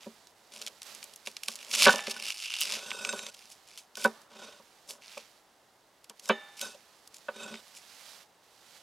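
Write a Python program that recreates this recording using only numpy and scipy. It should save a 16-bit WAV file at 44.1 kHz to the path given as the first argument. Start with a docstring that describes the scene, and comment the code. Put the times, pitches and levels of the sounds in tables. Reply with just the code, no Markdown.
"""Dry skins crackle and snap close by as a big knife is pressed through a garlic bulb on a bamboo board outdoors.
The blade breaks through and knocks: each blow rings modes of board and blade, and heavy chops ring steel ware.
Skins are noise bursts and flurries of short ticks; the scraping edge is random slips through the blade's modes.
Friction also makes the board murmur under fingers and cloves; a sleeve and hand swish as fine, dense slips.
Soft scattering and a slowly drifting hush of filtered noise set the quiet outdoor air."""
import sys
import numpy as np
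from scipy import signal
from scipy.fft import rfft, irfft
from scipy.io import wavfile
from scipy.ndimage import uniform_filter1d

SR = 44100
rng = np.random.default_rng(int(sys.argv[2]) if len(sys.argv) > 2 else 0)


def log_audio(samples):
    """Write samples as a 16-bit WAV file to the path given in sys.argv[1]."""
    # one column per channel
    frames = np.atleast_2d(samples).T
    # limit to full scale, then quantise
    limited = np.clip(frames, -1, 1)
    pcm = np.round(limited * 32767).astype(np.int16)
    wavfile.write(sys.argv[1], SR, pcm)


N = 389006

# spectrum of dry garlic skin: (frequency [Hz], gain [dB])
SKIN_SPECTRUM = [(180, -55), (300, -26.5), (537, -33), (574, -22), (678, -16), (1280, -8), (1840, -9),
                 (2520, 3), (3130, 2.5), (4440, 1), (5080, 3), (10900, -7), (13100, -14), (16000, -29.5)]
# modes of the bamboo board on its legs: (frequency [Hz], relative level [dB], t60 [s])
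BOARD_MODES = [(187, -14, 0.063), (223, -8.5, .13), (393.7, -8, 0.13), (445.7, -9.5, 0.12),
               (519.6, -3, 0.071), (581.4, 1.5, 0.059), (693.5, -8.5, 0.053), (775, -9, 0.087),
               (914, -6.5, 0.063), (966, -1, 0.067), (1131, 0.5, 0.04), (1210, -1.5, 0.021),
               (1524, -1.5, 0.024), (1734, -4, .05), (2304, -13.5, 0.046), (2330, -3.5, 0.046),
               (3130, -5, 0.04), (3014, -6, 0.1), (3380, -5, .05), (3900, -13, 0.071)]
# spectrum of the board's dense modes: (frequency [Hz], gain [dB])
THUD_SPECTRUM = [(30, -31.5), (90, -25.5), (200, -2.5), (310, -10), (500, -3), (1200, 1.5), (2000, -3),
                 (4000, 1.5), (8000, -20), (16000, -22.5)]
# modes of the blade while held against the board: (frequency [Hz], relative level [dB], t60 [s])
BLADE_MODES = [(1495, -3, 0.069), (2603, -4.5, 0.053), (3720, -5.5, 0.067), (5100, -9, 0.02),
               (5870, -11, .03), (6340, -9.5, 0.082), (7100, -15, .03), (7600, -8.5, 0.066),
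               (8300, -10, .045), (9030, -10, 0.035), (9650, -20.5, .05), (10100, -16.5, 0.024),
               (12300, -24.5, .025)]
# the edge dragged over the board: (time [s], rise [s], fall [s], relative peak level [dB], swell [dB],
# treble tilt [dB], steel share [dB])
EDGE_DRAGS = [(2.75, .34, .21, -40, 8, 1, 8), (3.965, .085, .015, -45, 4, -4, 2),
              (4.295, .14, .16, -48.5, 14, -4, 0), (6.22, .06, .015, -50, 6, 8, 1),
              (6.598, .03, .13, -37, 22, 3, 8), (7.335, .095, .17, -43.5, 11, -2, 8)]


def undb(db):
    """Decibels to gain."""
    return 10 ** (np.asarray(db) / 20)


def unit(x):
    """Scale to rms 1."""
    return x / np.sqrt(np.mean(x ** 2) + 1e-20)


def curve(table, column, outside=None):
    """One column of a time table, interpolated at every sample."""
    rows = np.array(table)
    return np.interp(np.arange(N) / SR, rows[:, 0], rows[:, column], outside, outside)


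def current(strokes, column):
    """One column of the stroke begun last, at every sample."""
    rows = np.array(strokes)
    latest = np.searchsorted(rows[:, 0], np.arange(N) / SR) - 1
    return rows[np.maximum(latest, 0), column]


def colour(x, points):
    """Causal filter through (frequency [Hz], gain [dB]) points, built from the cepstrum of the log gain."""
    hz, db = np.transpose(points)
    size = 4096
    bins = np.maximum(np.fft.rfftfreq(size, 1 / SR), 1)
    cepstrum = irfft(np.log(undb(np.interp(np.log(bins), np.log(hz), db))))
    # folding the cepstrum forward gives minimum phase
    cepstrum[1:size // 2] *= 2
    cepstrum[size // 2 + 1:] = 0
    impulse = irfft(np.exp(rfft(cepstrum)))
    return signal.fftconvolve(x, impulse)[:len(x)]


def lowpass(x, hz, order=2):
    """Butterworth low-pass."""
    return signal.sosfilt(signal.butter(order, min(hz, SR / 2 - 1), fs=SR, output="sos"), x)


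def brighten(x, tilt_db, pivot_hz):
    """See-saw the treble against everything below the pivot."""
    # filtering forward and backward keeps the two bands in phase
    low = lowpass(lowpass(x, pivot_hz, order=1)[::-1], pivot_hz, order=1)[::-1]
    return low * undb(-tilt_db) + (x - low) * undb(tilt_db)


def steady(x, seconds):
    """Hold the rms near 1 over the given span and keep faster detail."""
    power = np.abs(uniform_filter1d(x ** 2, max(int(seconds * SR), 2)))
    return x / np.sqrt(power + np.mean(x ** 2) / 1000)


def fade(t, t60):
    """Exponential decay by 60 dB in t60."""
    return undb(-60 * t / t60)


def ring(modes, t):
    """Impulse response of a table of modes; neighbours swing in opposite senses."""
    out = np.zeros(len(t))
    for k, (hz, db, t60) in enumerate(modes):
        out += (-1) ** k * undb(db) * fade(t, t60) * np.sin(2 * np.pi * hz * t)
    return out


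def add(track, s, sound):
    """Mix a sound into a track at time s."""
    i = max(int(s * SR), 0)
    track[i:i + len(sound)] += sound[:N - i]


def slips(per_second, spread_db):
    """Tiny impulses at random times and of random sign; a positive spread lets a few stand out."""
    sizes = undb(spread_db * np.minimum(rng.exponential(size=N), 4))
    return (rng.random(N) < per_second / SR) * sizes * rng.choice([-1, 1], N)


def wander(per_second):
    """Smooth random drift with a spread near 1, kept within two spreads."""
    steps = np.clip(rng.standard_normal(2000), -2, 2)
    return np.interp(np.arange(N) / SR * per_second, np.arange(len(steps)), steps)


def gesture(strokes, touch_s, lift_t60):
    """Gain of strokes that swell to a peak and ease off, with slack: 0 at the peak, 1 at touch and lift."""
    start, rise, fall, peak_db, swell_db = (current(strokes, column=k) for k in range(5))
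    since = np.arange(N) / SR - start
    slack = np.clip(np.maximum(1 - since / rise, (since - rise) / fall), 0, 1)
    contact = np.clip(since / touch_s, 0, 1) * fade(np.maximum(since - rise - fall, 0), lift_t60)
    return contact * undb(peak_db - swell_db * slack), slack


def crackle(bulb_db=-1, hollow_hz=2850, hollow_q=7.1, count=10):
    """Flakes of skin, each with its own short ring, tick in flurries over a papery rustle."""
    # the bulb is crushed, then pulled apart: (time [s], relative level [dB], treble share [dB])
    bulb_breaks = [(1.69, -52, -2), (1.728, -36, -2.5), (1.738, -25.5, -6.5), (1.774, -30.5, -4.5),
                   (1.81, -21.5, -6.5), (1.856, -18.5, -4.5), (1.87, -26, -11.5), (1.912, -28.5, -4.5),
                   (2.038, -46.5, -5.5), (2.076, -36.5, -9.5), (2.094, -41, -5), (2.114, -31.5, -4),
                   (2.132, -47, -5.5), (2.306, -33, -6), (2.346, -45.5, -5), (2.462, -35, -6.5),
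                   (2.472, -41, -7), (2.544, -34, -9), (2.58, -40.5, -7.5), (2.612, -28, -2),
                   (2.672, -37, -8), (2.744, -32, -8), (2.822, -51.5, -9.5), (2.87, -50, -1.5)]
    plain_treble_db = -5.5  # treble share in skin of plain brightness
    # fingers and edge rustling loose skin, and a dull rustle of the moving hand:
    # (time [s], rise [s], fall [s], peak level [dB], swell [dB], treble tilt [dB])
    rustle_strokes = [(0, 0.012, .03, -53, 3, -10), (.51, 0.11, 0.021, -52.5, -2.5, 1.5),
                      (1.245, 0.018, 0.063, -44, 16, 2), (1.43, 0.08, 0.09, -44.5, 11, 3.5),
                      (1.57, 0.032, 0.11, -48.5, 7, -3), (3.305, 0.095, 0.076, -57, 2.5, -0.5),
                      (3.48, 0.039, 0.036, -48.5, 17, 6.5), (3.665, .015, 0.12, -57, 0, -1),
                      (3.77, 0.012, 0.041, -44.5, 17.5, 5), (3.965, 0.091, 0.016, -41, 8, 9),
                      (4.868, 0.028, 0.067, -41.5, 20.5, 12), (5.01, 0.17, 0.034, -54, 0.5, -10),
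                      (6.562, 0.054, 0.014, -45, 3, 3), (7.13, 0.035, 0.03, -51, 16, 7.5),
                      (7.735, .035, 0.038, -48, 14, 3.5)]
    # ring of the hollow between bulb and cupped fingers: (time [s], share [dB])
    hollow_share = [(1.7, -24.5), (1.85, -11), (2.05, -13), (2.3, -5), (2.38, -15), (2.45, -1.5), (2.6, -2),
                    (2.72, -32.5)]

    t = np.arange(SR // 50) / SR
    ticks = np.zeros(N)
    for _ in range(count):
        flurry = slips(per_second=110, spread_db=4.8) * undb(4 * wander(per_second=25))
        flake = rng.standard_normal(len(t)) * fade(t, t60=.008)
        ticks += signal.oaconvolve(flurry, flake)[:N]
    papery = undb(-9) * rng.standard_normal(N)
    paper = colour(unit(ticks) + papery, SKIN_SPECTRUM)
    hollow = signal.lfilter(*signal.iirpeak(hollow_hz, hollow_q, fs=SR), paper)
    paper = unit(paper) + undb(curve(hollow_share, column=1)) * unit(hollow)

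    bulb = undb(curve(bulb_breaks, column=1, outside=-np.inf) + bulb_db)
    rustling, _ = gesture(rustle_strokes, touch_s=0.016, lift_t60=.15)
    bulb_tilt_db = curve(bulb_breaks, column=2) - plain_treble_db
    tilt_db = np.where(bulb > 0, bulb_tilt_db, current(rustle_strokes, column=5))
    return steady(brighten(paper, tilt_db, pivot_hz=5000), seconds=.03) * (bulb + rustling)


def snaps(snap_db=-1, crack_t60=0.012, strain_db=-18, strain_t60=.02, pivot_hz=5000, count=9):
    """A skin starts to give, breaks with a very short crack, then the loose flake flutters out."""
    # the loudest snaps of dry skin: (time [s], relative level of the first 4 ms [dB], brightness [dB per octave])
    loud_snaps = [(.271, -51, 3), (.5619, -43, 0), (0.616, -36.5, 2), (.623, -38, -1), (0.6645, -33.5, 0.5),
                  (0.674, -34, -3.5), (.68, -38, 1), (0.8187, -39, 0), (0.8305, -42, 4), (.949, -40.5, 2),
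                  (1.0284, -38.5, -2.5), (1.0408, -39.5, 5), (1.137, -47, 3), (1.16, -43, 6.5),
                  (1.2724, -30.5, -3.5), (1.367, -34, -3.5), (1.4341, -32.5, 1), (1.4837, -25, .5),
                  (1.5557, -37, 3.5), (1.714, -32, 0), (1.74, -26, -3.5), (1.822, -19.5, -3),
                  (1.8567, -16.5, -7), (1.9915, -31, -19), (2.072, -33, -13.5), (2.1114, -32, -2),
                  (2.301, -37, -5), (2.5404, -33, -4), (2.565, -35, -3), (2.608, -27, 16), (2.6198, -26, 0),
                  (2.723, -33, -3.5), (2.906, -31.5, -7), (2.9154, -29, -19), (3.0492, -25.5, -6),
                  (3.127, -35, -2), (3.192, -35, -4), (3.266, -35.5, -3), (3.346, -45.5, -0.5),
                  (3.7756, -40.5, 0), (3.9546, -38.5, -0.5), (3.9713, -37.5, 6.5), (4.0225, -39, -6),
                  (4.043, -27.5, 3.5), (4.9073, -37, 1), (5.1776, -38.5, -2), (6.044, -51, 0.5),
                  (6.0972, -40.5, 2), (6.1962, -43.5, 2), (6.257, -42, 2), (6.2898, -32, 1),
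                  (6.6136, -29, 2.5), (7.075, -46.5, 7.5), (7.1438, -45, 4), (7.541, -39, -12),
                  (7.556, -43.5, -12)]
    flutter_db, flutter_t60 = -17, 0.06
    # faint snaps come by chance while the garlic is handled
    handling_s = (.25, 7.8)
    stray_db, stray_spread_db, stray_tilt_db = -55.5, -1, 6

    lead = SR // 50  # samples of strain before the break
    out, t = np.zeros(N), np.arange(-lead, SR // 10) / SR
    hz, skin_db = np.transpose(SKIN_SPECTRUM)
    octaves = np.log2(np.maximum(hz, 1800) / pivot_hz)
    strain = undb(strain_db) * fade(abs(t), strain_t60)
    release = fade(abs(t), crack_t60) + undb(flutter_db) * fade(abs(t), flutter_t60)
    shape = np.where(t < 0, strain, release)

    strays = []
    for _ in range(count):
        s = rng.uniform(*handling_s)
        strays.append((s, stray_db + stray_spread_db * rng.standard_normal(), stray_tilt_db))
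    for s, level_db, tilt_db in loud_snaps + strays:
        burst = rng.standard_normal(len(t)) * shape
        # smaller flakes sound brighter
        crack = colour(burst, np.column_stack([hz, skin_db + tilt_db * octaves]))
        onset = crack[lead:lead + SR // 250]
        add(out, s + t[0], undb(level_db + snap_db) * crack / np.std(onset))
    return out


def knocks(board_db=-14, blade_db=-10, thud_db=-16, thud_t60=0.073, tail_db=-41, tail_t60=1.0, count=3):
    """Each contact rings board and blade; a softer one loses the treble, a rattling one lands three times."""
    # blade, cloves and knuckles landing on the board, and one short bright scrape of the blade:
    # (time [s], relative force [dB], contact cut-off [Hz], relative blade share [dB], rattle [s])
    contacts = [(.061, -34, 900, -20, 0.005), (0.066, -14.5, 330, -20, 0), (1.271, -29, 2520, -17, 0),
                (1.484, -30, 2500, -16, 0.0015), (1.8636, -3.5, 2300, -2, 0.012),
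                (1.881, -7, 3200, -15, 0.0019), (1.892, -6.5, 1620, 4, 0.0013), (1.918, -23.5, 1610, 5, 0),
                (1.954, -24, 891, -10, 0.0015), (2.076, -24, 800, -15, 0.00073), (2.164, -36, 2000, 13, 0),
                (3.091, -35, 9080, 20.5, 0), (3.131, -18.5, 937.2, -12.5, 0),
                (3.971, -34.5, 2550, .5, 0.0047), (4.0484, -8.5, 1450, 8, .0091),
                (4.596, -37, 793, -16, 0.0019), (5.17, -29.5, 1100, -19, .0036),
                (6.295, -7.5, 2599, -6.5, 0.01), (6.744, -37, 695, -13.5, 0.0032),
                (7.2839, -22, 2000, -3, .0034), (7.354, -32, 330, -20, 0.0047),
                (7.454, -27, 400, -20, 0.0018), (7.506, -19.5, 279.6, -19, .0317)]
    # the landings of a rattle grow weaker and further apart
    rebound_db, rebound_spread = -1.43, 1.2

    out, t = np.zeros(N), np.arange(SR) / SR
    board, blade = ring(BOARD_MODES, t), ring(BLADE_MODES, t)
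    dense_decay = undb(thud_db) * fade(t, thud_t60) + undb(tail_db) * fade(t, tail_t60)
    for s, force_db, contact_hz, blade_share_db, rattle_s in contacts:
        for k in range(count if rattle_s > 0 else 1):
            dense = unit(colour(rng.standard_normal(SR), THUD_SPECTRUM)) * dense_decay
            body = undb(board_db) * board + undb(blade_db + blade_share_db) * blade + dense
            landing = lowpass(body, contact_hz, order=3)
            lands_s = s + rattle_s * (k / (count - 1)) ** rebound_spread
            add(out, lands_s, undb(force_db + k * rebound_db) * landing)
    return out


def scrape(drag, slack, jerk_db=3.0):
    """The edge sticks and slips on the grain: the blade sings and crumbs of skin grind under it."""
    # where the edge bites less firmly the steel sings less and the grit dulls
    light_steel_db, light_tilt_db = -10, -2.5

    friction = slips(per_second=1500, spread_db=-0.5) * undb(jerk_db * wander(per_second=110))
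    t, samples, steel = np.arange(SR // 5) / SR, np.arange(N), np.zeros(N)
    for mode in BLADE_MODES:
        tone = signal.oaconvolve(friction, ring([mode], t))[:N]
        # as the contact point travels along the edge, each mode bends a little and swells on its own
        bend_s = .00006 * wander(per_second=30)
        bent = np.interp(samples + bend_s * SR, samples, tone)
        steel += bent * undb(3 * wander(per_second=18))
    steel_gain = undb(current(EDGE_DRAGS, column=6) + light_steel_db * slack)
    grit = unit(colour(friction, SKIN_SPECTRUM))
    tilt_db = current(EDGE_DRAGS, column=5) + light_tilt_db * slack
    sound = brighten(steel_gain * unit(steel) + grit, tilt_db, pivot_hz=4780)
    return steady(sound, seconds=0.033) * drag


def rub(drag, rub_db=-1, drag_wood_db=-7.5, dense_db=-7):
    """Soft friction of fingers, cloves and the dragged edge makes the board's modes murmur."""
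    # hand, cloves and the dragged edge rubbing the board:
    # (time [s], rise [s], fall [s], relative peak level [dB], swell [dB])
    rub_strokes = [(.51, 0.11, 0.087, -55, 6.5), (.84, 0.083, 0.22, -62, 7), (1.47, 0.016, 0.17, -61, 5),
                   (1.66, 0.22, 0.023, -37, 22.5), (1.918, 0.021, 0.078, -30, 29),
                   (2.08, 0.028, 0.18, -52, 7), (2.595, 0.16, 0.04, -47.5, 13), (4.295, 0.1, .15, -55, 9),
                   (4.88, 0.012, 0.12, -52.5, 13), (6.088, .012, 0.031, -49, 15),
                   (7.32, 0.13, 0.089, -57.5, 1)]
    friction = lowpass(slips(per_second=830, spread_db=5), 800, order=1)
    wood = signal.oaconvolve(friction, ring(BOARD_MODES, np.arange(SR // 5) / SR))[:N]
    dense = unit(colour(friction, THUD_SPECTRUM))
    murmur = steady(unit(wood) + undb(dense_db) * dense, seconds=.04)
    rubbing, _ = gesture(rub_strokes, touch_s=0.016, lift_t60=0.13)
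    return murmur * (undb(rub_db) * rubbing + undb(drag_wood_db) * drag)


def steel_ware():
    """The modes of flask and pans ring on faintly after each heavy chop."""
    # steel flask and pans by the board: (frequency [Hz], relative level [dB], t60 [s])
    ware_modes = [(462, -0.5, .3), (610, 6.5, 0.3), (815, -3, 1.01), (996, -5, 0.37), (1450, -14.5, 1),
                  (1748, 4, 0.81), (1803, 5.5, 0.4), (2270, -11.5, .9), (2310, -10.5, 1), (2880, -14, 0.8),
                  (3620, -0.5, 0.95), (3580, 3.5, 0.26), (3640, -5.5, 0.63), (3840, -6.5, 0.28),
                  (5210, -14, .45), (6550, -6, .28)]
    # heavy chops that shake the steel ware: (time [s], level [dB])
    jolts = [(1.872, -39.5), (4.053, -65), (6.297, -46)]
    out, chime = np.zeros(N), ring(ware_modes, np.arange(SR) / SR)
    for s, jolt_db in jolts:
        add(out, s, undb(jolt_db) * chime)
    return out


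def swish():
    """Countless fibres slip at once: a nearly smooth hiss."""
    # sleeve and palm sliding: (time [s], rise [s], fall [s], peak level [dB], swell [dB])
    slides = [(0, 0.008, .3, -60, 11.5), (.35, 0.41, 0.14, -63, 11), (.82, 0.048, .28, -49.5, 13.5),
              (1.15, 0.36, .09, -63, 2), (1.55, .1, .07, -56.5, 1), (3.3, .1, 0.44, -63.5, 11),
              (4.08, 0.031, 0.13, -61, 8), (4.35, 0.23, 0.34, -69, 2), (5, 0.12, 0.28, -56.5, 16),
              (6.15, 0.44, .48, -63.5, 8), (7.1, 0.67, .14, -59.5, 8), (7.8, 0.31, 0.12, -52.5, 7.5),
              (8.42, 0.35, 0.11, -57.5, 17.5)]
    # spectrum of the cloth: (frequency [Hz], gain [dB])
    cloth_spectrum = [(88, -41.5), (150, -11.5), (222, -2), (334, -15.5), (589, -1), (1760, -0.5),
                      (4580, 2), (12700, -8.5), (16000, -20)]
    rest_db = -72.5  # the arm is never quite still
    slide, _ = gesture(slides, touch_s=0.017, lift_t60=0.086)
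    hiss = unit(colour(slips(per_second=12000, spread_db=3.5), cloth_spectrum))
    return hiss * (slide + undb(rest_db))


def surroundings(x, far_db=-37, far_t60=0.99):
    """Rocks and pots scatter the shorter waves in a quick tail; the trees give a softer, longer one."""
    t = np.arange(SR // 2) / SR
    near, far = (unit(rng.standard_normal(len(t)) * fade(t, t60)) / np.sqrt(len(t)) for t60 in (.085, far_t60))
    near = colour(near, [(200, -29), (600, -21), (5000, -19), (9000, -18), (13000, -11)])
    return signal.oaconvolve(x, near + undb(far_db) * lowpass(far, 5000))[:N]


def air(air_db=-65, side_db=-12):
    """Faint outdoor hush of coloured noise that drifts by about a decibel."""
    # spectrum of the hush: (frequency [Hz], gain [dB])
    air_spectrum = [(12, -47), (20, -20.5), (68, -12.5), (241, -7.5), (310, -6), (574, -3.5), (825, -2),
                    (1220, -7.5), (2080, -11), (2390, -20), (2670, -14), (11400, -24), (16000, -28.5)]
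    mid, side = (unit(colour(rng.standard_normal(N), air_spectrum)) for _ in range(2))
    stereo = mid + undb(side_db) * side * np.array([[1], [-1]])
    return undb(air_db + wander(per_second=1.0)) * stereo


def scene(low_cut_hz=115, arm_right_db=6.5):
    """All the work happens on the board, slightly right of centre; the arm comes in from further right."""
    # how much louder the right side is than the left: (frequency [Hz], level [dB])
    right_lead = [(200, .5), (600, 1.6), (2000, 1.8), (5000, 2.2), (9000, 0), (13000, -.9)]
    drag, slack = gesture(EDGE_DRAGS, touch_s=.01, lift_t60=.04)
    work = crackle() + snaps() + knocks() + scrape(drag, slack) + rub(drag) + steel_ware()
    # a low cut thins the bass of the work sounds
    work = signal.sosfilt(signal.butter(2, low_cut_hz, "highpass", fs=SR, output="sos"), work)
    arm, sides = swish(), []
    for sign in (-1, 1):  # left, right
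        direct = work + undb(sign * arm_right_db / 2) * arm
        placed = colour(direct, [(hz, sign * db / 2) for hz, db in right_lead])
        sides.append(placed + surroundings(work + arm))
    return np.array(sides) + air()


def record(dry):
    """The recorder cuts off the highest treble with a steep low-pass."""
    top_hz = 15900
    return signal.sosfilt(signal.ellip(10, .2, 80, top_hz, fs=SR, output="sos"), dry)


dry = scene()
out = record(dry)
log_audio(out)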